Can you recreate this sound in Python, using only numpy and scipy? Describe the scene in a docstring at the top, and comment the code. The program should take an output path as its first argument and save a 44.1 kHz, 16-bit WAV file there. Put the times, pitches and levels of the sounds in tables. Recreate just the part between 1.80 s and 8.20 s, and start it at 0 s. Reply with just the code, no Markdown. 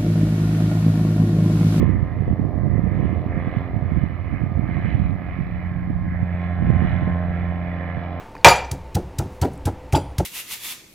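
"""A powered paraglider circles over open ground: a two-stroke engine geared down to a two-blade propeller.
Its drone is made of sines at mixtures of blade and firing rates, plus noise that puffs as the blades pass.
Wind thumps on the two microphone ports of a phone, far harder on the right one: filtered noise, short
swings and sharp flicks. The right port also hears an inverted reflection, and faint hiss lies under it all."""
import sys
import numpy as np
from scipy import signal
from scipy.fft import rfft, irfft, next_fast_len
from scipy.io import wavfile
from scipy.ndimage import uniform_filter1d, map_coordinates

SR = 44100
rng = np.random.default_rng(int(sys.argv[2]) if len(sys.argv) > 2 else 0)


def pcm_store(signal):
    """Save signal as 16-bit PCM."""
    levels = np.round(np.clip(np.atleast_2d(signal), -1, 1) * 32767)
    wavfile.write(sys.argv[1], SR, levels.astype(np.int16).T)


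N = 282240
T = np.arange(N) / SR  # time in seconds

# Spectrum of the electronic hiss. Each row: frequency in Hz, relative level in dB per Hz.
HISS_SPECTRUM = [(2000, -4.5), (2800, 6.5), (3600, 6.5), (4300, 5.5), (5500, -1), (6200, -21.5),
                 (9800, -34.5), (11500, -4), (13500, 1), (14500, -1)]
# Loudness of the hiss: left and right level in dB.
HISS_LEVELS_DB = [-68.5, -67.5]
# Rising and falling wind on the ports. Each row: time in seconds, left level in dB, right level in dB.
WIND_LEVELS = [(0.0, -30, -9), (0.299, -34, -24.5), (0.678, -37, -18.5), (0.945, -35.5, -16.5),
               (1.251, -41, -17.5), (1.521, -33, -24), (1.84, -38.5, -27.5), (2.002, -36, -22),
               (2.4, -45, -24.5), (2.898, -33.5, -19), (3.338, -34, -20), (3.462, -32.5, -26),
               (3.984, -32.5, -26.5), (4.241, -28.5, -22), (4.481, -37, -30.5), (4.581, -44.5, -39),
               (4.842, -34.5, -18.5), (5.281, -29.5, -24.5), (5.378, -30.5, -33), (5.801, -34, -27.5),
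               (5.949, -34, -42.5), (6.4, -43.5, -40.5)]
# Spectrum of wind on the left port. Each row: frequency in Hz, relative level in dB per Hz.
LEFT_WIND_SPECTRUM = [(20, -12), (55, -3), (100, 0), (150, -6), (250, -25), (500, -46), (2000, -90)]
# Spectrum of wind on the right port. Each row: frequency in Hz, relative level in dB per Hz.
RIGHT_WIND_SPECTRUM = [(20, -27), (60, 6), (110, 6.5), (200, -1.5), (320, -10), (420, -23), (550, -23.5),
                       (900, -37.5), (2000, -84.5)]
# Short gusts on the left port. Each row: time of the crest in seconds, level in dB.
LEFT_GUST_EVENTS = [(0.0, -44.5), (0.49, -28), (2.28, -32.5), (2.92, -34), (3.26, -32), (4.88, -25.5),
                    (5.66, -29), (6.38, -35.5)]
GUST_S, FLURRY_S = 0.017, 0.021  # seconds from the crest until the power falls to 1/e
FLURRY_DB = -15  # flurry of eddies round each right bump, relative to the bump's level
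# Sharp flicks across the port edge. Each row: time of the onset in seconds, level in dB before the port gain.
FLICK_EVENTS = [(0.026, -10), (0.081, -39), (0.368, -28), (0.421, -23.5), (0.475, -19), (0.588, -23.5),
                (0.64, -27), (0.686, -23.5), (0.754, -25), (0.83, -30), (0.951, -20.5), (0.977, -19),
                (1.065, -21), (1.193, -23.5), (1.254, -27), (1.355, -23), (1.462, -27), (1.545, -28),
                (1.673, -23), (1.752, -35), (2.171, -32), (2.777, -28), (3.052, -28), (3.16, -29),
                (4.817, -29), (4.898, -25), (5.016, -31), (5.274, -30)]
# Gain of the flicks on the ports: left and right gain in dB.
FLICK_PORT_GAINS_DB = [-19.5, 3.5]
FLICK_HZ, FLICK_S = 390, 0.0014  # pitch, and width (standard deviation) in seconds
# Hardest bumps of wind. Each row: time of the middle in seconds, level in dB before the membrane stiffens,
# pitch at the middle in Hz, port (0 left, 1 right).
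BUMP_EVENTS = [(0.028, -1.5, 217, 1), (0.045, -8.5, 150, 1), (0.094, -10, 240, 1), (0.169, -11, 115, 1),
               (0.232, -5.5, 111, 1), (0.408, -6.5, 116, 1), (0.438, -13, 144, 1), (0.473, -16.5, 91, 0),
               (0.482, -8.5, 165, 1), (0.502, -12.5, 97, 0), (0.512, -6, 138, 1), (0.53, -8, 192, 1),
               (0.536, -18, 98, 0), (0.597, -10, 216, 1), (0.615, -13.5, 121, 0), (0.652, -8, 181, 1),
               (0.757, -8.5, 158, 1), (0.781, -10.5, 153, 1), (0.835, -15, 163, 1), (0.862, -9.5, 132, 1),
               (0.877, -9, 149, 1), (0.916, -10, 118, 1), (0.939, -11.5, 134, 1), (0.962, -9.5, 149, 1),
               (0.993, -4.5, 128, 1), (1.039, -10, 132, 1), (1.069, -5.5, 183, 1), (1.101, -14, 131, 1),
               (1.157, -12, 119, 1), (1.173, -8.5, 139, 1), (1.201, -11.5, 162, 1), (1.229, -9, 203, 1),
               (1.254, -6.5, 180, 1), (1.33, -11, 204, 1), (1.463, -9.5, 147, 1), (1.577, -7, 148, 1),
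               (1.675, -6.5, 192, 1), (1.771, -6.5, 144, 1), (1.965, -10.5, 144, 1), (2.026, -9.5, 105, 1),
               (2.121, -6.5, 153, 1), (2.169, -6.5, 139, 1), (2.185, -7.5, 145, 1), (2.237, -2, 130, 1),
               (2.543, -6.5, 136, 1), (2.638, -8, 142, 1), (2.774, -8.5, 118, 1), (2.794, -8, 154, 1),
               (2.842, -9, 119, 1), (2.893, -11.5, 161, 1), (2.972, -7.5, 125, 1), (3.06, -12, 142, 1),
               (3.149, -7.5, 110, 1), (3.163, -19, 100, 0), (3.2, -6.5, 125, 1), (3.221, -13, 149, 1),
               (3.227, -18, 100, 0), (3.258, -9, 115, 1), (3.273, -20, 117, 0), (3.294, -17.5, 131, 1),
               (3.325, -11, 144, 1), (3.524, -23, 114, 0), (3.609, -5, 143, 1), (4.104, -10.5, 167, 1),
               (4.131, -19, 127, 1), (4.422, -18, 123, 0), (4.431, -8, 127, 1), (4.546, -17.5, 94, 0),
               (4.658, -19, 109, 0), (4.825, -5, 158, 1), (4.853, -6.5, 124, 1), (4.855, -18, 118, 0),
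               (4.875, -10, 149, 1), (4.903, 2.5, 130, 1), (4.926, -9.5, 120, 1), (4.965, -5, 121, 1),
               (5.024, -4, 169, 1), (5.05, -3.5, 149, 1), (5.076, -20, 85, 0), (5.078, -16.5, 129, 1),
               (5.126, -8.5, 107, 1), (5.224, -7.5, 153, 1), (5.276, -16, 133, 0), (5.276, -8.5, 175, 1),
               (5.298, -17, 120, 0), (6.178, -13, 132, 1)]

# Colour of the right port. Each row: frequency in Hz, gain over the left port in dB.
RIGHT_PORT_GAIN = [(90, 4), (300, 3.5), (480, -1.5), (720, 3), (860, -3), (950, -7.5), (1200, 6), (1350, 6),
                   (1470, -15.5), (1700, 6.5), (2000, 7), (2500, 5.5), (2900, 2), (3500, 1), (3780, 1),
                   (3950, 6.5), (4100, -1), (4350, -11), (5500, -0.5)]
RIGHT_LATE_S = 4.5e-5  # the right port lies a finger's width further off
ECHO_S = .00216  # delay of the inverted reflection at the right port
# Strength of that reflection. 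Each row: frequency in Hz, share of the direct sound.
REFLECTION_SHARE = [(600, 0), (950, .45), (1400, .15), (1900, .1), (2400, .15), (2750, .55), (4000, .65),
                    (4300, 0)]
# Air noise that only the right port hears. Each row: frequency in Hz, gain in dB.
RIGHT_OWN_AIR = [(500, -4), (1200, 0), (2500, -1), (4000, -1.5)]
EDGE_HZ = 14550  # upper limit of the sound

# Centres of the three air bands: roar, rasp and sizzle in Hz.
AIR_CENTRES_HZ = (700, 2000, 3350)
# Treble of the torn air on its way through moving air.
# Each row: time in seconds, relative rasp level in dB, relative sizzle level in dB.
RASP_SIZZLE = [(0.0, -44, -52.5), (0.16, -48.5, -65), (0.5, -51, -64.5), (0.7, -58.5, -71),
               (0.86, -52, -75), (0.96, -46.5, -71), (1.05, -48.5, -68.5), (1.15, -45, -61.5),
               (1.25, -46.5, -56), (1.33, -48, -58), (1.42, -54.5, -58.5), (1.53, -42, -64),
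               (1.64, -42, -55), (1.8, -45, -52.5), (1.95, -50.5, -64.5), (2.24, -45.5, -58.5),
               (2.4, -51.5, -60.5), (2.56, -41, -64), (2.72, -56, -63.5), (2.83, -50, -66),
               (2.93, -40.5, -54.5), (3.0, -43.5, -55.5), (3.1, -40, -50.5), (3.24, -47, -55.5),
               (3.36, -49.5, -65), (3.46, -45, -60.5), (3.55, -41.5, -58.5), (3.7, -48.5, -60),
               (3.88, -45, -63), (4.2, -53.5, -70.5), (4.35, -41.5, -70.5), (4.44, -47, -64),
               (4.64, -43, -55), (4.8, -48, -60.5), (5.08, -37, -49), (5.44, -47.5, -60.5),
               (5.56, -43.5, -55.5), (5.74, -43.5, -56.5), (5.92, -41.5, -55), (6.1, -40, -54),
               (6.4, -49, -53.5)]
# Basic colour of the air noise. Each row: frequency in Hz, relative level in dB per Hz.
AIR_SPECTRUM = [(150, -1.5), (300, 9), (410, -6.5), (650, 12), (820, 6.5), (1030, 5), (1250, -3.5),
                (1600, 3.5), (1800, -1.5), (2100, 1.5), (2450, 0), (2700, -7.5), (3000, -0.5), (3400, -4),
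                (3680, -8), (4000, -11.5), (4250, -11.5), (4600, -17.5), (5600, -27), (6600, -43)]
# Change of that colour as the wing turns.
# Each row: frequency in Hz, change in dB when flying off, when side on, when turned back.
AIR_BY_HEADING = [(900, -3, -1, 0), (1200, 0, 1.5, -1), (1500, -2, -1.5, -1), (1740, 0, 1.5, 1),
                  (2000, 2.5, -1.5, 0.5), (2130, -1, 3.5, 0), (2700, -2, -1.5, -1.5), (2890, 4.5, 3.5, 2.5),
                  (3050, -7, -4, -5), (3500, 2, 0, 3.5), (3650, -2.5, -2.5, -1), (3840, -1.5, -6, -0.5),
                  (4020, -4.5, 3.5, 0.5), (4100, -0.5, 1.5, 0), (4250, 2.5, 3.5, 1.5), (4700, 0, -2.5, 0),
                  (5630, -3.5, 2, 4)]
# Air noise that repeats every turn. Each row: frequency in Hz, share of the power.
REPEATING_SHARE = [(900, 0), (1700, .25), (2050, .4), (2500, .25), (4100, .45), (4400, 0)]
RENEW_PER_S = 7  # new patterns per second
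# Times at which the wing swings through its four headings, in seconds.
HEADING_TIMES_S = (1.2, 2.8, 4.9, 6.0)
# Propeller speed as heard on the ground. Each row: time in seconds, blade passes in Hz.
PASS_RATE = [(0.0, 87.12), (0.42, 87.05), (0.6, 87.6), (0.8, 87.42), (1.4, 87.2), (2.0, 87.68),
             (2.4, 87.68), (2.7, 88.2), (3.2, 88.52), (3.8, 88.58), (4.2, 88.41), (5.3, 87.66),
             (6.4, 87.24)]
# Loudness of the craft. Each row: time in seconds, level in dB of the blade-pass tone, level in dB of its octave,
# relative levels in dB of the middle tones, the high tones and the roar of torn air.
FLIGHT_LEVELS = [(0.0, -35, -33, -39.5, -42.5, -53), (0.4, -33, -47.5, -44, -51.5, -45),
                 (0.75, -40, -63, -40, -51, -42.5), (1.05, -31.5, -59, -39, -47, -51.5),
                 (1.35, -32.5, -51, -37.5, -48, -46.5), (1.75, -35, -43.5, -38.5, -46, -45),
                 (2.35, -35.5, -46.5, -47.5, -51.5, -48), (2.8, -33, -42.5, -46.5, -49.5, -44.5),
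                 (3.5, -37, -39, -46, -49, -50), (4.15, -32.5, -31.5, -52, -50, -50.5),
                 (4.6, -29.5, -31, -40.5, -44.5, -52.5), (4.95, -29, -30, -41, -43, -46),
                 (5.35, -28, -30, -38.5, -42, -46.5), (5.85, -31, -32.5, -41.5, -46.5, -51),
                 (6.4, -35, -40.5, -40, -45, -42)]
# Firing tones chopped by the blades, and blade tones alone.
# Each row: firing order, blade order, relative level in dB at each of the four headings.
ORDER_TONES = [(0, 3, -7, -3, -5, -7), (0, 4, -14, -10, -12, -11), (0, 5, -17, -12, -20, -19),
               (0, 6, -9, -10, -15, -12), (0, 7, -11, -9, -10, -13), (0, 8, -15, -9, -6, -8),
               (0, 9, -23, -15, -8, -9), (0, 10, -9, -8, -11, -10), (0, 11, -5, -11, -11, -8),
               (0, 12, -8, -14, -8, -10), (0, 13, -14, -16, -19, -16), (0, 14, -20, -19, -22, -23),
               (0, 15, -24, -16, -18, -20), (0, 16, -27, -18, -21, -17), (0, 17, -25, -15, -13, -14),
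               (0, 18, -24, -21, -10, -15), (0, 19, -25, -24, -19, -20), (0, 20, -23, -27, -17, -21),
               (0, 21, -20, -20, -22, -20), (0, 22, -26, -19, -24, -22), (0, 23, -19, -19, -18, -24),
               (1, 0, -6, -6, -8, -7), (2, -1, -11, -13, -19, -19), (2, 0, -6, -8, -10, -9),
               (2, 1, -8, -10, -14, -16), (2, 2, -13, -13, -13, -12), (2, 3, -18, -16, -14, -12),
               (3, 0, -14, -19, -14, -14), (3, 1, -20, -11, -10, -9), (3, 2, -15, -15, -7, -7),
               (3, 3, -14, -15, -13, -11), (3, 4, -25, -23, -22, -19), (3, 5, -18, -19, -20, -16),
               (4, 0, -18, -19, -12, -13), (4, 2, -21, -26, -31, -19), (4, 5, -14, -23, -16, -15),
               (5, 0, -20, -17, -14, -12), (5, 2, -14, -24, -17, -16), (5, 3, -13, -14, -16, -11),
               (5, 6, -20, -27, -19, -18), (6, 0, -12, -10, -12, -9), (7, 0, -9, -10, -5, -8),
               (8, 0, -15, -13, -31, -17), (9, 0, -19, -21, -11, -14), (10, 0, -17, -28, -10, -12),
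               (11, 0, -18, -16, -10, -13), (12, 0, -17, -13, -12, -16), (13, 0, -21, -21, -17, -24),
               (14, 0, -20, -20, -18, -19), (15, 0, -28, -17, -21, -21), (16, 0, -24, -24, -23, -19),
               (20, 0, -39, -35, -30, -31), (23, 0, -39, -36, -34, -34)]
FIRINGS_PER_PASS = 1.71879  # gearbox ratio over two blades
BURST_LEAD = .2  # the rough burst comes this share of a pass before the pressure rise
THIRD_LAG = 1.3  # radians by which the third blade order trails, which peaks the crest


def gain_of(db):
    """Turns dB into a factor."""
    return 10 ** (np.asarray(db) / 20)


def evened(x):
    """Scales a signal to rms 1."""
    return x / np.sqrt(np.mean(x ** 2) + 1e-20)


def read(points, hz):
    """Reads a table of (Hz, value) along a logarithmic frequency scale."""
    f, value = np.transpose(points)
    return np.interp(np.log(hz + 1), np.log(f + 1), value)


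def curves(rows, at):
    """Joins the rows of a table by lines, giving one curve for each column after the first."""
    places, *columns = np.transpose(rows)
    return [np.interp(at, places, column) for column in columns]


def colour(x, points, response=None):
    """Filters a sound by a spectrum in dB, and by one more response if given."""
    size = next_fast_len(N + 8192)
    hz = np.fft.rfftfreq(size, 1 / SR)
    gain = gain_of(read(points, hz))
    if response is not None:
        gain = gain * response(hz)
    padded = np.pad(x, 4096, "reflect")
    return irfft(rfft(padded, size) * gain, size)[4096:N + 4096]


def drift(top_hz):
    """Slow chance of rms near 1: two rows of random values joined by lines."""
    knots = rng.standard_normal((2, 400))
    at = np.arange(400)
    slow = np.interp(T * top_hz, at, knots[0])
    quick = np.interp(T * top_hz * 2.7, at, knots[1])
    return slow + 0.52 * quick


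def swells(events, width_s):
    """Power of bell-shaped swells, one for each event's time and dB."""
    return sum(gain_of(2 * db) * np.exp(-((T - s) / width_s) ** 2) for s, db, *_ in events)


def hiss():
    """Faint noise of the microphone electronics, separate in each channel."""
    return np.array([gain_of(db) * evened(colour(rng.standard_normal(N), HISS_SPECTRUM))
                     for db in HISS_LEVELS_DB])


def wind(per_s=150, spread_db=1.5, steady=.6):
    """Eddies strike each port on their own: sparse pushes of varied size over a low rumble."""
    right_bumps = [row for row in BUMP_EVENTS if row[3] > .5]
    left_gusts = swells(LEFT_GUST_EVENTS, GUST_S)
    right_flurries = gain_of(2 * FLURRY_DB) * swells(right_bumps, FLURRY_S)
    spectra = LEFT_WIND_SPECTRUM, RIGHT_WIND_SPECTRUM
    out = []
    for level_db, power, points in zip(curves(WIND_LEVELS, T), (left_gusts, right_flurries), spectra):
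        chance, size, rumble = rng.random(N), rng.exponential(1, N), rng.standard_normal(N)
        strikes = (chance < per_s / SR) * np.sign(rumble)
        pushes = strikes * gain_of(spread_db * np.minimum(size, 2))
        strength = np.sqrt(gain_of(2 * level_db) + power)
        flow = strength * evened(evened(pushes) + steady * rumble)
        out.append(colour(flow, points) / np.std(colour(rumble, points)))
    return np.array(out)


def flicks():
    """Wind flicks across the port edge: each is a short wavelet with a bell-shaped swell."""
    out, t = np.zeros(N + 400), np.arange(-200, 200) / SR
    swell = np.exp(-.5 * (t / FLICK_S) ** 2)
    starts = rng.uniform(0, 2 * np.pi, len(FLICK_EVENTS))
    for (s, db), start in zip(FLICK_EVENTS, starts):
        wavelet = swell * np.cos(2 * np.pi * FLICK_HZ * t + start)
        out[round(s * SR):][:len(t)] += gain_of(db) * wavelet
    late = out[20:N + 20]  # the middle comes 4 ms after the onset
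    return gain_of(FLICK_PORT_GAINS_DB)[:, None] * late


def bumps(cycles=0.34, glide=0.24, snap_cycles=0.17, snap_db=-9):
    """Each bump is a short swing of the membrane, sliding in pitch, with a sharp crest."""
    out = np.zeros((2, N + 4000))
    t = np.arange(-2000, 2000) / SR
    chances = rng.uniform(-1.2, 1, (len(BUMP_EVENTS), 2))
    for (s, db, hz, port), (start, slide) in zip(BUMP_EVENTS, chances):
        u = t * hz  # time in cycles
        phase = 2 * np.pi * (u + glide * slide * u ** 2) + 2.05 * start
        swing = np.exp(-.5 * (u / cycles) ** 2) * np.cos(phase)
        v = u / snap_cycles
        snap = gain_of(snap_db) * (1 - v ** 2) * np.exp(-.5 * v ** 2)
        out[int(port > .5), round(s * SR):][:len(t)] += gain_of(db) * (swing + snap)
    return out[:, 2000:N + 2000]


def ports(craft, stray):
    """The right port has its own colour, a little delay, a comb from a close reflection and air noise of its own."""
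    def path(hz):
        """Subtracts the delayed reflection, then adds the delay between the ports."""
        share = np.clip(read(REFLECTION_SHARE, hz), 0, 1)
        comb = 1 - share * np.exp(-2j * np.pi * hz * ECHO_S)
        return comb * np.exp(-2j * np.pi * hz * RIGHT_LATE_S)
    return np.array([craft, colour(craft + stray, RIGHT_PORT_GAIN, path)])


def repeating(passes, size=1000):
    """The blades tear the air almost alike on every turn: a noise pattern read once a turn, slowly renewed."""
    patterns = rng.standard_normal((40, size + 1))  # used up after about 5.6 s; this part then falls silent
    place = passes / 2 % 1 * size  # two passes make one turn
    age = T * RENEW_PER_S
    old, new = (map_coordinates(patterns, [age.astype(int) + k, place], order=3) for k in range(2))
    fade = np.pi / 2 * (age % 1)
    return evened(np.cos(fade) * old + np.sin(fade) * new)


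def air(passes, gates=(.42, .15, .42), uneven=.22, firing=.12):
    """Torn air: noise as roar, rasp and sizzle, puffing at every blade pass, the rasp also at each firing."""
    frames, hz = N // 128 + 1, np.fft.rfftfreq(512, 1 / SR)
    t = np.arange(frames) * 128 / SR
    noises = [rng.standard_normal(N), repeating(passes)]
    fresh, again = signal.stft(noises, nperseg=512, noverlap=384)[2][..., :frames]
    share = read(REPEATING_SHARE, hz)[:, None]
    mixed = np.sqrt(1 - share) * fresh + np.sqrt(share) * again

    # Random patches in time and frequency, 1.5 dB rms.
    grain = rng.standard_normal((frames, 257)).T
    patches_db = 1.5 * evened(uniform_filter1d(uniform_filter1d(grain, 6, 0), 30, 1))
    roar_db = curves(FLIGHT_LEVELS, t)[-1] + 0.73 * np.interp(t, T, drift(6.3))
    bands_db = np.array([roar_db, *curves(RASP_SIZZLE, t)])
    # Each frequency takes its level from the nearest band centres.
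    centres = np.log(AIR_CENTRES_HZ)
    blend = np.array([np.interp(np.log(hz + 1), centres, row) for row in np.eye(3)]).T
    facing = np.array([np.interp(t, HEADING_TIMES_S[:3], row) for row in np.eye(3)])
    heading_db = np.array(curves(AIR_BY_HEADING, hz)).T @ facing
    level_db = read(AIR_SPECTRUM, hz)[:, None] + blend @ bands_db + heading_db + patches_db
    spectrum = mixed * gain_of(level_db)

    band = np.digitize(hz, (1450, 2700))[:, None]  # split into roar, rasp and sizzle
    split = [spectrum * (band == k) for k in range(3)]
    # The factor sets the overall level of the air noise.
    parts = signal.istft(split, nperseg=512, noverlap=384)[1][:, :N] * 2.6
    angle = np.pi * (passes + BURST_LEAD)
    firing_puff = firing * np.cos(2 * np.pi * FIRINGS_PER_PASS * passes)
    louder_blade = uneven * np.cos(angle)  # one blade sizzles a little louder
    extras = 0, firing_puff, louder_blade
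    return sum(part * evened(np.exp(gate * np.cos(2 * angle) + extra))
               for part, gate, extra in zip(parts, gates, extras))


def tones(passes, fade_db=2.0, shared=.9, own=0.71):
    """Sines at sums of firing and blade orders; turbulent air makes them fade and waver."""
    pass_db, octave_db, middle_db, high_db, _ = curves(FLIGHT_LEVELS, T)
    out = gain_of(pass_db + 0.79 * drift(8.7)) * np.sin(2 * np.pi * passes)
    out += gain_of(octave_db + .8 * drift(9)) * np.sin(4 * np.pi * passes)
    start = rng.random(30)  # starting phase in cycles for each firing order
    start[0] = .5  # blade orders dip together
    start[7] = .1  # the seventh firing order beats slowly against the twelfth blade order
    path = shared * drift(5)  # the path length trembles for all tones at once
    for firing, blade, *heading_db in ORDER_TONES:
        order = firing * FIRINGS_PER_PASS + blade
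        group_db = middle_db if order < 10 else high_db
        level_db = group_db + np.interp(T, HEADING_TIMES_S, heading_db)
        waver = order / 10 * (path + own * drift(6))  # short waves feel the eddies more
        lag = THIRD_LAG * (order == 3)
        phase = 2 * np.pi * (order * passes + blade * BURST_LEAD + start[round(firing)]) + waver - lag
        out += gain_of(level_db + fade_db * drift(7)) * np.cos(phase)
    return np.sqrt(2) * out  # sine levels are rms


def scene():
    """Adds the craft as both ports hear it, the wind on the membranes and the hiss."""
    passes = np.cumsum(curves(PASS_RATE, T)[0]) / SR  # blade passes so far
    craft = tones(passes) + air(passes)
    push = wind() + bumps() + flicks()
    buffet = .95 * np.tanh(push / .95)  # the membrane stiffens at large swings
    stray = colour(air(passes), RIGHT_OWN_AIR)
    return ports(craft, stray) + buffet + hiss()


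def record(dry):
    """Cuts everything above the band limit."""
    taps = signal.firwin(511, EDGE_HZ, window=("kaiser", 9), fs=SR)
    padded = np.pad(dry, ((0, 0), (255, 255)), "reflect")
    return signal.oaconvolve(padded, taps[None], "valid")


dry = scene()
out = record(dry)
pcm_store(out)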